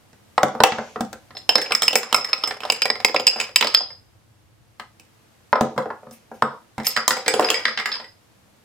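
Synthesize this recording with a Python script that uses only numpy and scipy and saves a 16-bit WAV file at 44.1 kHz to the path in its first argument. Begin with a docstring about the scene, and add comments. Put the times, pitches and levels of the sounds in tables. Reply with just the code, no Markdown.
"""Bottle caps dropping down a peg board

A bottle knocks against a wall opener on a wooden board in a small furnished room, heard from close by
on two microphone ports. Gas hisses out, and caps clatter down pegs behind a plastic pane in three runs.
Blows are dying sines and short noise bursts; gas, skids and room tone are shaped noise.
Echoes from the box and the room follow, and the recorder ducks, overloads and cuts the top treble."""
import sys
import numpy as np
from scipy import signal
from scipy.fft import rfft, irfft, next_fast_len
from scipy.io import wavfile
from scipy.ndimage import uniform_filter1d

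SR = 44100
rng = np.random.default_rng(int(sys.argv[2]) if len(sys.argv) > 2 else 0)


def store_pcm(level_fs):
    """Save levels as 16-bit WAV."""
    pcm = np.round(np.clip(level_fs, -1, 1) * 32767).astype(np.int16)
    wavfile.write(sys.argv[1], SR, np.atleast_2d(pcm).T)


N = 381280
EDGE_HZ = 16600  # upper edge of the ticks and of the recorder
CONTACT_S = 0.00025  # shortest onset of a blow


def gain_of(db):
    """Decibels to amplitude."""
    return 10 ** (np.asarray(db) / 20)


def evened(x):
    """Scales to rms 1."""
    return x / np.sqrt(np.mean(x ** 2) + 1e-20)


def read(points, hz, axis=1):
    """Reads one column of a table over log frequency."""
    table = np.array(points)
    return np.interp(np.log(hz + 1), np.log(table[:, 0] + 1), table[:, axis])


def add(mix, s, sound):
    """Mixes a stereo sound in at time s."""
    part = mix[:, round(s * SR):][:, :sound.shape[1]]
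    part += sound[:, :part.shape[1]]


def noise(colour, same=None, size=1024):
    """Steady stereo noise of a given spectrum and left-right likeness, at rms 1."""
    hz = np.fft.rfftfreq(size, 1 / SR)
    hop = size // 4
    a, b, c, d = rng.standard_normal((N // hop + 5, len(hz), 4)).T
    like = .7 if same is None else np.clip(read(same, hz), -1, 1)[:, None]
    left = a + 1j * b
    right = like * left + np.sqrt(1 - like ** 2) * (c + 1j * d)
    spectrum = np.array([left, right]) * gain_of(read(colour, hz))[:, None]
    return evened(signal.istft(spectrum, nperseg=size, noverlap=size - hop)[1][:, :N])


def ring(modes, t, luck, contact, pitch=1., spread_db=3., lift_db=0., free=0.95):
    """Dying sines; a random strength and sign for each mode stand for where the blow lands."""
    hz, db, t60 = np.transpose(modes)[:, :, None]
    count = len(hz)
    share = gain_of(db + lift_db + spread_db * luck[:count, None]) * np.sign(luck[-count:, None])
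    decay = gain_of(-60 * t / (t60 * free)) * (1 - np.exp(-(t / contact) ** 2))
    return (share * np.sin(2 * np.pi * hz * pitch * t) * decay).sum(0)


def burst(grit, t, lo_hz, hi_hz, t60):
    """A short puff of noise rings through a band."""
    sos = signal.butter(3, [lo_hz, hi_hz], "band", fs=SR, output="sos")
    puff = signal.sosfilt(sos, grit * gain_of(-60 * t / t60) * (1 - np.exp(-t / CONTACT_S)))
    return puff * np.sqrt(SR / 2 / (hi_hz - lo_hz))


# room tone over time: start_s, bass_db, hiss_db (the hiss before a 13 dB lift)
TONE_LEVELS = [(0, -58.5, -70.5), (.9, -65, -66.5), (1.15, -55.5, -68.5), (1.5, -60, -68), (2.2, -64, -72),
               (3, -57.5, -70.5), (4.6, -57.5, -74.5), (5.2, -63, -70.5), (8.65, -63, -71)]
# spectrum of the house rumble: freq_hz, relative_db
RUMBLE_COLOUR = [(12, -67.5), (20, -28), (36, -15.5), (76, -3), (107, 6.5), (201, -23), (289, -32),
                 (319, -3.5), (357, -36.5), (400, -27.5), (520, -54.5), (880, -120)]
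# spectrum of the microphone hiss: freq_hz, relative_db
HISS_COLOUR = [(120, -24), (200, -1), (279, -19), (323, 1.5), (361, -20), (442, -10.5), (594, -12.5),
               (13700, -29.5), (16500, -42)]
# left-right likeness of the room tone: freq_hz, likeness (0 to 1)
TONE_LIKENESS = [(60, 1), (240, 0.19), (950, 0.14), (3770, 0.074), (15000, 0.25)]


def room_tone():
    """Low house rumble under the hiss of the microphone, both noise of slowly changing level."""
    s, bass_db, hiss_db = np.transpose(TONE_LEVELS)
    t = np.arange(N) / SR
    rumble = gain_of(np.interp(t, s, bass_db)) * noise(RUMBLE_COLOUR, TONE_LIKENESS, size=2048)
    hiss = gain_of(np.interp(t, s, hiss_db) + 13) * noise(HISS_COLOUR, TONE_LIKENESS)
    return rumble + hiss


# modes of the whole frame on the floor: pitch_hz, relative_db, t60_s (before a fixed factor of 0.95)
FRAME_MODES = [(97, -5.5, 0.14), (140.5, -4, 0.17), (202.1, -6.5, 0.24), (226.7, 5.5, 0.14)]


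def frame_boom(t, luck):
    """The whole frame rocks on the floor in a few low, slowly dying modes."""
    return ring(FRAME_MODES, t, luck[3], CONTACT_S + 0.0012, lift_db=-4.0)


# low modes of the back board: pitch_hz, relative_db, t60_s (before the ring-out factor)
THUMP_MODES = [(335, -6.5, 0.11), (371, -8, 0.049), (450, 6.5, 0.078), (512, 10.5, 0.065), (584, -3.5, .07),
               (580, 8.5, 0.067)]


def board_thump(t, luck, grit, ring_out):
    """The back board bends in its low modes, with a dull puff of noise around them."""
    modes = ring(THUMP_MODES, t, luck[0], CONTACT_S + 0.0025, spread_db=2.5, lift_db=-7.0, free=ring_out)
    return modes + .5 * burst(grit[3], t, 210, 770, 0.067 * ring_out)


# upper modes of board and pane: pitch_hz, relative_db, t60_s (before the ring-out factor)
KNOCK_MODES = [(741.7, -0.5, .05), (762, -4, 0.092), (883, -3, 0.045), (982, -4, 0.087), (1032, -9, 0.14),
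               (1149.5, -2, 0.054), (1265, 1, 0.044), (1403, -6.5, 0.068)]
KNOCK_SPOT_HZ, KNOCK_DB_PER_OCTAVE = 740, -2.5  # a spot pitched below this knocks less


def board_knock(t, luck, grit, spot_hz, ring_out):
    """Upper modes of board and pane; those close to the struck spot's pitch answer most."""
    mode_hz = np.array(KNOCK_MODES)[:, :1]
    near_db = -18. * abs(np.log2(mode_hz / max(spot_hz, KNOCK_SPOT_HZ)))
    modes = ring(KNOCK_MODES, t, luck[1], CONTACT_S + 0.000079, spread_db=2.5,
                 lift_db=near_db - 3, free=ring_out)
    return modes + 0.54 * burst(grit[0], t, 690, 1500, 0.041 * ring_out)


def clack(t, grit, clack_hz, ring_out):
    """The spot that is hit gives one short pitched click inside a wide crack."""
    click = 1.06 * burst(grit[1], t, clack_hz * .84, clack_hz * 1.16, 0.038 * ring_out)
    crack = burst(0.53 * grit[1] + 0.75 * grit[6:], t, 1700, 4600, 0.042 * ring_out)
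    return click + crack


# modes of a cap, damped by its liner: pitch_hz, relative_db, t60_s (before pitch and ring-out factors)
CAP_MODES = [(4990, -18, .22), (5025, 0, .055), (5050, -16, .28), (6990, -5, .08), (7780, -2, .07),
             (10210, -5, .1), (11970, -7, .08), (13300, -5, .08), (14570, -1, .12)]
# pitch of the cap heard in each stretch, a little higher before 2.66 s and from 5 to 6.93 s:
# start_s, factor (on modes below 9 kHz)
CAP_PITCH_STEPS = [(0, 1.033), (2.66, 1), (5, 1.035), (6.93, 1)]


def cap_ring(t, s, luck, grit, ring_db, tick_db, air_db, ring_out):
    """The crimped steel cap rings; a harder, brighter blow wakes its higher modes."""
    mode_hz = np.array(CAP_MODES)[:, :1]
    low, main = mode_hz < 6000, mode_hz < 9000
    pitch = [factor for start, factor in CAP_PITCH_STEPS if start <= s][-1]
    pitch *= 1 + 0.0022 * luck[2, 12]
    high_pitch = 1 + .006 * luck[0, 8:17, None]
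    middle_db = min(tick_db + 0.1, ring_db + 2.5)
    high_db = min(air_db - 2.5, ring_db - 3.5)
    wake_db = np.select([low, main], [ring_db + 11, middle_db], high_db)
    tone = ring(CAP_MODES, t, luck[2], CONTACT_S + 0.0013, pitch=np.where(main, pitch, high_pitch),
                spread_db=np.where(low, 1.2, 5.), lift_db=wake_db, free=np.where(main, ring_out, 0.95))
    # the cap tumbles, so the ring flutters
    flutter = evened(uniform_filter1d(uniform_filter1d(grit[4], 70), 70))
    return tone * (1 + 0.7 * np.minimum(t / .02, 1) * flutter)


def contact_ticks(t, grit, tick_db, air_db):
    """Very short treble bursts, partly different at the two ports as if by different paths."""
    fine = 0.92 * grit[5] + 1.3 * grit[6:]
    lower = gain_of(tick_db + 3) * burst(fine, t, 5100, 8200, 0.017)
    airy = gain_of(air_db + 4.5) * burst(fine, t, 8000, EDGE_HZ, 0.017)
    return lower + airy


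THUMP_SPOT_HZ, THUMP_DB_PER_OCTAVE = 500, -8  # a spot pitched above this thumps less
AIR_DB = -8.5  # airy part of the tick against its lower part, before their own trims
PAN_SPREAD_DB = .8  # random spread of left minus right level


def strike(mix, s, board_db, boom_db, spot_hz, clack_db, clack_hz, ring_db, tick_db, pan_db, ring_out):
    """One blow sets off every part of board and cap, then chatters twice as it glances off."""
    t = np.arange(8000) / SR
    luck, grit = rng.standard_normal((4, 24)), rng.standard_normal((8, len(t)))
    air_db = tick_db + AIR_DB
    thump_db = board_db + THUMP_DB_PER_OCTAVE * max(np.log2(spot_hz / THUMP_SPOT_HZ), 0)
    knock_db = board_db + KNOCK_DB_PER_OCTAVE * max(np.log2(KNOCK_SPOT_HZ / spot_hz), 0)

    hard = gain_of(knock_db + 3) * board_knock(t, luck, grit, spot_hz, ring_out)
    hard = hard + gain_of(clack_db - 4.5) * clack(t, grit, clack_hz, ring_out)
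    hard += contact_ticks(t, grit, tick_db, air_db)
    whole = hard + gain_of(boom_db + 6) * frame_boom(t, luck)
    whole += gain_of(thump_db - 2.5) * board_thump(t, luck, grit, ring_out)
    whole += cap_ring(t, s, luck, grit, ring_db, tick_db, air_db, ring_out)

    pan_db = pan_db + PAN_SPREAD_DB * luck[3, 12]
    stereo = gain_of([[pan_db / 2], [-pan_db / 2]])
    add(mix, s, whole * stereo)
    # the chatter repeats only knock, clack and ticks
    for wait, size, side in rng.random((2, 3)):
        sides = np.array([[1.5 - side], [.5 + side]])
        add(mix, s + .006 + .05 * wait, 0.14 * size * hard * stereo * sides)


# knocks of the bottle on the opener, levels before the trims of each part:
# start_s, board_db, boom_db, spot_hz, clack_db, clack_hz, cap_ring_db, tick_db
# (boom, clack, cap ring and tick are against the board; spot_hz is the pitch of the struck spot)
BOTTLE_BLOWS = [(0.13, -51, -6, 740, 2, 1770, -27, -10), (0.379, -5, -33, 1040, -7, 1750, -32.5, -34),
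                (0.431, 3, -26.5, 710, -17, 3250, -42, -22.5), (0.55, -24.5, -19, 557, -14, 2030, -39, -27),
                (0.603, -2.5, -23, 830, -8, 1660, -35, -32), (0.636, 5, -41, 780, 3, 2910, -28, -8),
                (0.72, -15, -15, 751, 7, 2020, -33, -28), (0.784, -13, -16, 730, -10, 1620, -35, -33),
                (0.959, -18.5, -20, 760, -15, 1670, -59, -52), (1.007, -21, -5, 760, -2, 1680, -34, -11),
                (1.129, -30.5, -19, 750, 1, 1660, -37.5, -7),
                (1.306, -42.5, -15, 910, 4.5, 2060, -31.5, -27),
                (1.35, -40.5, -26, 779.5, -1, 3840, -3, -30),
                (4.797, -32, -21, 1050, 8, 1794, -28.5, -13.5),
                (4.997, -55.5, -16, 401, 11.5, 2660, -13, 7.5),
                (5.529, -3, -42, 1010, -14.5, 1830, -37, -47),
                (5.555, -7, -37, 1090, -12.5, 1600, -30, -44),
                (5.609, -7.5, -12.5, 552, -9, 1600, -48, -19.5),
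                (5.762, -33.5, -9, 552, -17, 2020, -29, -25),
                (5.778, -12.5, -19.5, 868, -9.5, 2030, -37, -26),
                (5.857, -25, -21, 532, -20, 1670, -50, -45), (5.903, -20.5, -34, 880, -17, 1600, -54, -56),
                (6.031, -38, -21, 441, -28, 1600, -43, -36),
                (6.068, -36.5, -14, 552, -18.5, 1630, -46, -45),
                (6.11, -43, -6.5, 538, -4.5, 3400, -15, -3.5), (6.315, -33, -18, 602, -27, 2164, -52, -27),
                (6.422, -4, -18, 1315, -12, 1640, -37.5, -35), (6.78, -24.5, -5, 860, -4, 2320, -37, -18),
                (6.799, -31, -10, 431, 2.5, 2110, -19.5, -21)]
BOTTLE_RING_OUT, BOTTLE_PAN_DB = 0.79, -0.7  # factor on decay times; left minus right, before spread


def bottle_knocks():
    """The bottle hits the opener, so the board it hangs on and the cap both sound."""
    mix = np.zeros((2, N))
    for s, board, boom, spot_hz, clack_db, clack_hz, cap, tick in BOTTLE_BLOWS:
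        strike(mix, s, board, board + boom, spot_hz, board + clack_db, clack_hz,
               board + cap, board + tick, BOTTLE_PAN_DB, BOTTLE_RING_OUT)
    return mix


# puffs of gas under the lifted cap: start_s, hiss_db, sizzle_db, hold_s, fall_db_per_s (of the hiss)
GAS_PUFFS = [(0.678, -36.5, -57, 0.039, 92), (6.123, -56.5, -50, 0.0068, 158),
             (6.34, -61, -61, 0.0076, 122), (6.849, -32.5, -36, 0.012, 200)]
# spectrum of the hiss: freq_hz, relative_db
GAS_HISS_COLOUR = [(1200, -29), (2200, 5.5), (4000, -5), (6500, 1), (8000, -13.5), (10000, -42)]
# spectrum of the thin sizzle: freq_hz, relative_db
GAS_SIZZLE_COLOUR = [(6500, -37), (8500, 1), (12000, 1.5), (15000, 0), (17000, -30.5)]
SIZZLE_FASTER = 2.4  # the sizzle falls this many times quicker in dB


def gas():
    """Hiss and sizzle hold for a moment, then fall with the pressure."""
    t, level = np.arange(N) / SR, np.zeros((2, N))
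    for s, hiss_db, sizzle_db, hold, fall in GAS_PUFFS:
        drop_db = fall * np.maximum(t - s - hold, 0)
        level += (t >= s) * gain_of([hiss_db - drop_db, sizzle_db - SIZZLE_FASTER * drop_db])
    hiss, sizzle = uniform_filter1d(level, 300)
    return hiss * noise(GAS_HISS_COLOUR, size=256) + sizzle * noise(GAS_SIZZLE_COLOUR, size=256)


# the cap strikes pegs, board and pane, levels before the trims of each part:
# start_s, clack_db, board_db, spot_hz, peg_hz, cap_ring_db, tick_db
# (board, cap ring and tick are against the clack; spot_hz is the pitch of the struck spot)
CAP_BLOWS = [(1.3683, -26.5, -14.5, 822, 3820, -11.5, -33.5), (1.3764, -44.5, -10, 778, 1910, 6, -1.5),
             (1.4916, -1, -11.5, 820, 2920, -9.5, -20), (1.5064, -22, 0, 746, 2870, -19, -15),
             (1.5545, -0.5, -6.5, 541, 4100, -7, -20), (1.581, -9, -6, 503, 2020, -37.5, -16),
             (1.6153, -12.5, -21.5, 460, 2030, -6.5, -13), (1.6595, -23, -10.5, 746, 2670, -26.5, -25),
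             (1.7075, -20.5, -1, 760, 1730, -19, -25.5), (1.72, -8, -3.5, 1480, 2570, -16, -17.5),
             (1.7494, -11, -10, 1470, 2080, -2.5, -9.5), (1.82, -12, -6, 1300, 3440, -13, -7),
             (1.8302, -15, -8.5, 511, 2240, -3, -9), (1.88, -5.5, -12.5, 859, 2690, -7, -12.5),
             (1.9066, -22.5, -6, 484, 2080, 2.5, -15), (1.9302, -13, -6, 522, 3050, -24, -12),
             (1.955, -2.5, -8, 514, 2290, -13, -8), (2.0305, -20, -2.5, 1220, 1710, -14.5, -15),
             (2.1267, -12, -3.5, 1000, 3100, -20.5, -10), (2.1444, -4, -1.5, 1300, 2450, -7.5, -10.5),
             (2.1614, -19, -5.5, 1026, 2450, 3.5, -1.5), (2.1794, -22.5, 1.5, 645, 2270, -11, -17.5),
             (2.2096, -26.5, -11, 1331, 2410, -1, -18), (2.245, -19.5, -11.5, 1366, 2080, -4.5, -16),
             (2.3306, -7.5, -12.5, 1234, 2440, -11, -27), (2.3784, -33.5, -3, 784, 1870, -4, -15),
             (2.4364, -15.5, -7, 1293, 3140, -3.5, -20.5), (2.4741, -25, -3, 775, 2260, -8.5, -5.5),
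             (2.5082, -19, -7.5, 792, 2060, -28, -24), (2.604, -28, -6, 760, 2830, -19.5, -18),
             (2.6334, -26.5, 1.5, 1170, 2850, -14, -21), (2.6511, -27, 2, 692, 3350, -23, -15.5),
             (2.6997, -6, -10.5, 763, 2660, -6.5, -20.5), (2.7212, -14.5, -10, 516, 2690, -19, -2),
             (2.7615, -28, -12.5, 1278, 4440, -11.5, -13.5), (2.819, -7, -17.5, 778, 2650, -4.5, -17.5),
             (2.8547, -10, -9.5, 596, 2230, -17.5, -16), (2.9008, -9, -8, 746, 2110, -7.5, -24.5),
             (2.9547, -22, -5, 752, 2120, -13.5, -24.5), (3.0013, -24.5, -7, 746, 2220, -20, -21),
             (3.047, -2.5, -7.5, 759, 2400, -3.5, -12.5), (3.0944, -20.5, 0, 503, 2050, -5, -22),
             (3.1443, -17, 8.5, 601, 3430, -10.5, -16.5), (3.1617, -5.5, -12.5, 561, 2420, -9.5, -32),
             (3.1966, -18, -2, 545, 3030, -10, -15), (3.268, -2.5, -19, 797, 2680, 2, -14),
             (3.2764, -2.5, -15.5, 762, 2690, -5.5, -16.5), (3.3288, -27, -2, 743, 2660, 5.5, -17),
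             (3.3593, -26, 4, 583, 2690, -10, -14.5), (3.4002, -10.5, -15, 1000, 2670, -19.5, -16),
             (3.4111, -15.5, -14, 738, 2623, -11, -15), (3.4922, -39, -4.5, 482, 2080, -14, -19.5),
             (3.5595, 3, -19.5, 1064, 2740, -6, -12), (3.6096, -1, -13, 774, 3060, -23.5, -17),
             (3.6243, -0.5, -12.5, 1044, 2240, -33.5, -35), (3.6443, -12, -7, 401, 4410, -13, -19),
             (3.67, -8.5, -13, 1104, 4430, -11, -22.5), (3.7414, -20, -6.5, 1230, 2290, -10.5, -12),
             (3.7464, -0.5, -19, 1310, 4190, -2, -29), (3.7713, -14, -12, 721, 4070, -9, -24),
             (3.8064, -26.5, 2, 730, 4230, -10.5, -25), (3.9034, -41, -2.5, 750, 2020, -13, -26),
             (6.8334, -43.5, -5, 899, 3470, -7.5, -4.5), (6.845, -26.5, -25.5, 567, 2160, -13, -21),
             (6.8678, -14, -14.5, 886, 4440, -9, -3), (6.9639, -9.5, -11, 1428, 1830, -23, -21),
             (6.9724, -12, -1.5, 1453, 1760, -11.5, -24), (7.0788, -8, -5.5, 1035, 3660, -11.5, -2.5),
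             (7.1062, -6, -5, 1500, 1780, -12, -14.5), (7.167, -24, -1, 727, 2270, -13, -12.5),
             (7.2613, -17, -10, 463, 2200, -28, -25), (7.28, -6, -9.5, 606, 2200, -10.5, -11.5),
             (7.3382, -17, 2.5, 473, 3010, -16, -10), (7.3951, -15, 8.5, 583, 1600, -20, -12.5),
             (7.4084, -23, 7.5, 463, 2020, -18, -3), (7.4245, -19, -0.5, 576, 2710, -22, -20),
             (7.4445, -15, -19, 517, 2270, -5, -24), (7.4862, -14, -18.5, 770, 2640, -16, -28),
             (7.5022, -8, -11.5, 490, 2940, -23, -8.5), (7.5427, -15, -11.5, 506, 2300, -4.5, -19),
             (7.653, -5.5, -14, 1292, 1920, -14.5, -36), (7.6804, -14.5, -7, 1480, 1890, -12.5, -30),
             (7.7745, -12.5, -15, 1420, 1970, -20, -51), (7.7874, -18, -12.5, 1260, 2150, -17, -32),
             (7.7982, -18.5, -6.5, 1270, 2140, -22, -23), (7.857, -14, -11.5, 1300, 2010, -17.5, -21.5),
             (7.8892, -31, -0.5, 1250, 2020, -16, -17), (7.9172, -18, -18, 1450, 3910, -18, -41),
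             (7.9254, -30.5, -17, 1290, 4500, 5, -22), (7.9394, -25, -25, 1030, 1810, -5, -32),
             (7.9544, -24, -10.5, 1050, 4390, -13, -29), (7.9992, -31, -3, 1040, 2150, -15, -33),
             (8.0416, -36, -10.5, 439, 1870, -23, -28)]
CAP_PAN_DB = -2.8  # left minus right, before spread: stronger at the right port
CAP_BOOM_DB = -30  # a light cap barely rocks the frame (against the board, before trims)
CAP_RING_OUT, HARD_DB, DAMPING_PER_DB = 0.83, -14, 0.01  # factor on decay times; harder hits die sooner


def cap_clatter():
    """The loose cap bounces from peg to peg; hard hits die sooner."""
    mix = np.zeros((2, N))
    for s, clack_db, board, spot_hz, peg_hz, cap, tick in CAP_BLOWS:
        board_db = clack_db + board
        ring_out = CAP_RING_OUT - DAMPING_PER_DB * max(clack_db - HARD_DB, 0)
        strike(mix, s, board_db, board_db + CAP_BOOM_DB, spot_hz, clack_db, peg_hz,
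               clack_db + cap, clack_db + tick, CAP_PAN_DB, ring_out)
    return mix


# skids of the cap along board and pane between pegs, one list a run: start_s, level_db (before an 8 dB cut)
SKID_RUNS = [
    [(1.5, -56), (1.538, -41), (1.668, -32), (1.748, -37), (2.044, -40), (2.176, -34), (2.366, -41),
     (2.438, -28), (2.58, -35)],
    [(2.62, -30), (3.06, -41.5), (3.264, -39), (3.39, -22.5), (3.6, -55), (3.652, -35), (3.764, -40),
     (3.89, -63), (3.95, -64)],
    [(6.87, -56), (6.958, -53), (7.276, -40.5), (7.514, -15.5), (7.822, -69), (7.896, -48), (8.03, -62),
     (8.1, -64)],
]
# spectrum of the scratching: freq_hz, relative_db
SCRATCH_COLOUR = [(300, -33.5), (500, 2.5), (1100, 3), (2200, 0.5), (3800, -8.5), (4700, -7.5),
                  (5050, -0.5), (5500, -12), (9000, -18.5), (15000, -28)]


def skid():
    """The crimped rim scratches past in a patter of tiny uneven contacts."""
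    t, level = np.arange(N) / SR, np.zeros(N)
    for run in SKID_RUNS:
        s, db = np.transpose(run)
        level += gain_of(np.interp(t, s, db, left=-120, right=-120) - 8.0)
    strength = gain_of(2.8 * np.minimum(rng.exponential(1, N), 4))
    contacts = strength * (rng.random(N) < 260 / SR)  # about 260 a second
    patter = signal.lfilter([1], [1, -np.exp(-1 / (0.005 * SR))], contacts)  # each lasts a few ms
    return uniform_filter1d(level, 400) * evened(patter) * noise(SCRATCH_COLOUR, size=256)


# echoes inside the box, between board and pane: left_s, right_s, share (of the treble)
BOX_ECHOES = [(.0004, .0006, 0.1), (.0011, .0008, -0.019), (.0019, .0023, .3), (.0034, 0.0042, -0.041)]


def box(x):
    """Quick echoes that reach each port at its own time, heard mostly in the treble."""
    bright = signal.sosfilt(signal.butter(1, 1500, "high", fs=SR, output="sos"), x)
    out = x.copy()
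    for left_s, right_s, share in BOX_ECHOES:
        add(out[:1], left_s, share * bright[:1])
        add(out[1:], right_s, share * bright[1:])
    return out


# decay of the small furnished room: freq_hz, t60_s, relative_db
ROOM_DECAY = [(100, 0.14, -10.5), (300, 0.24, 4), (800, 0.29, -4.5), (2000, 0.23, -1.5), (5100, 0.34, -6),
              (11900, 0.067, 1.5)]


def room(x):
    """Sparse taps of random sign, each band dying at its own speed; three tails take turns."""
    out, size = np.zeros((2, N)), SR // 2
    slots = np.arange(200, size - 20, 20)
    for k in range(3):
        taps = np.zeros((2, size))
        at = slots + rng.integers(0, 20, (2, len(slots)))
        np.put_along_axis(taps, at, rng.choice([-1., 1.], at.shape), 1)
        hz, t, z = signal.stft(taps, SR, nperseg=256)
        like = 1 / (1 + (hz[:, None] / 1500) ** 2)  # bass is alike at both ports
        z[1] = like * z[0] + np.sqrt(1 - like ** 2) * z[1]
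        t60 = read(ROOM_DECAY, hz)[:, None]
        band_db = read(ROOM_DECAY, hz, axis=2)[:, None]
        z *= gain_of(band_db - 60 * t / t60) / np.sqrt(t60 * 2205 / np.log(1e6))  # equal energy at any t60
        tail = signal.istft(z, SR, nperseg=256)[1]
        turn = np.sqrt(2 / 3) * abs(np.cos(np.pi * (np.arange(N) / SR * 2.3 + k / 3)))
        out += signal.fftconvolve((x * turn)[None], tail, axes=1)[:, :N]
    return out


# echo level, rising as the microphone stands further off: start_s, level_db
ECHO_LEVELS = [(0, -0.5), (2.3, -2), (2.8, -5), (4.5, -1), (5.202, 1), (8.65, 3)]


def scene():
    """Blows, gas and skids near the board, their echoes and the room tone."""
    near = bottle_knocks() + gas() + cap_clatter() + skid()
    wet = gain_of(np.interp(np.arange(N) / SR, *np.transpose(ECHO_LEVELS)))
    return box(near) + room(wet * near.mean(0)) + room_tone()


RIGHT_LAG_S = 2.3e-5  # delay of the right microphone port


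def record(dry):
    """Port delay, gain control that lags behind each blow, overload at full scale, band limit."""
    size = next_fast_len(N)
    z = rfft(dry, size)
    z[1] *= np.exp(-2j * np.pi * np.fft.rfftfreq(size, 1 / SR) * RIGHT_LAG_S)
    heard = irfft(z, size)[:, :N]
    power = signal.lfilter([.012], [1, -.988], (heard ** 2).mean(0))
    power_db = 10 * np.log10(power + 1e-12)
    fall = np.arange(N) * 106.4 / SR  # recovery of 106.4 dB a second
    held_db = np.maximum.accumulate(power_db + fall) - fall
    over_db = np.maximum(held_db + 18, 0)  # acts above -18 dB
    ducked = heard / gain_of(0.49 * signal.lfilter([.008], [1, -.992], over_db))
    loud = np.clip(ducked, -1, 1)
    band_limit = signal.firwin(511, EDGE_HZ, window=("kaiser", 9), fs=SR)
    return signal.oaconvolve(loud, band_limit[None], "same")


dry = scene()
out = record(dry)
store_pcm(out)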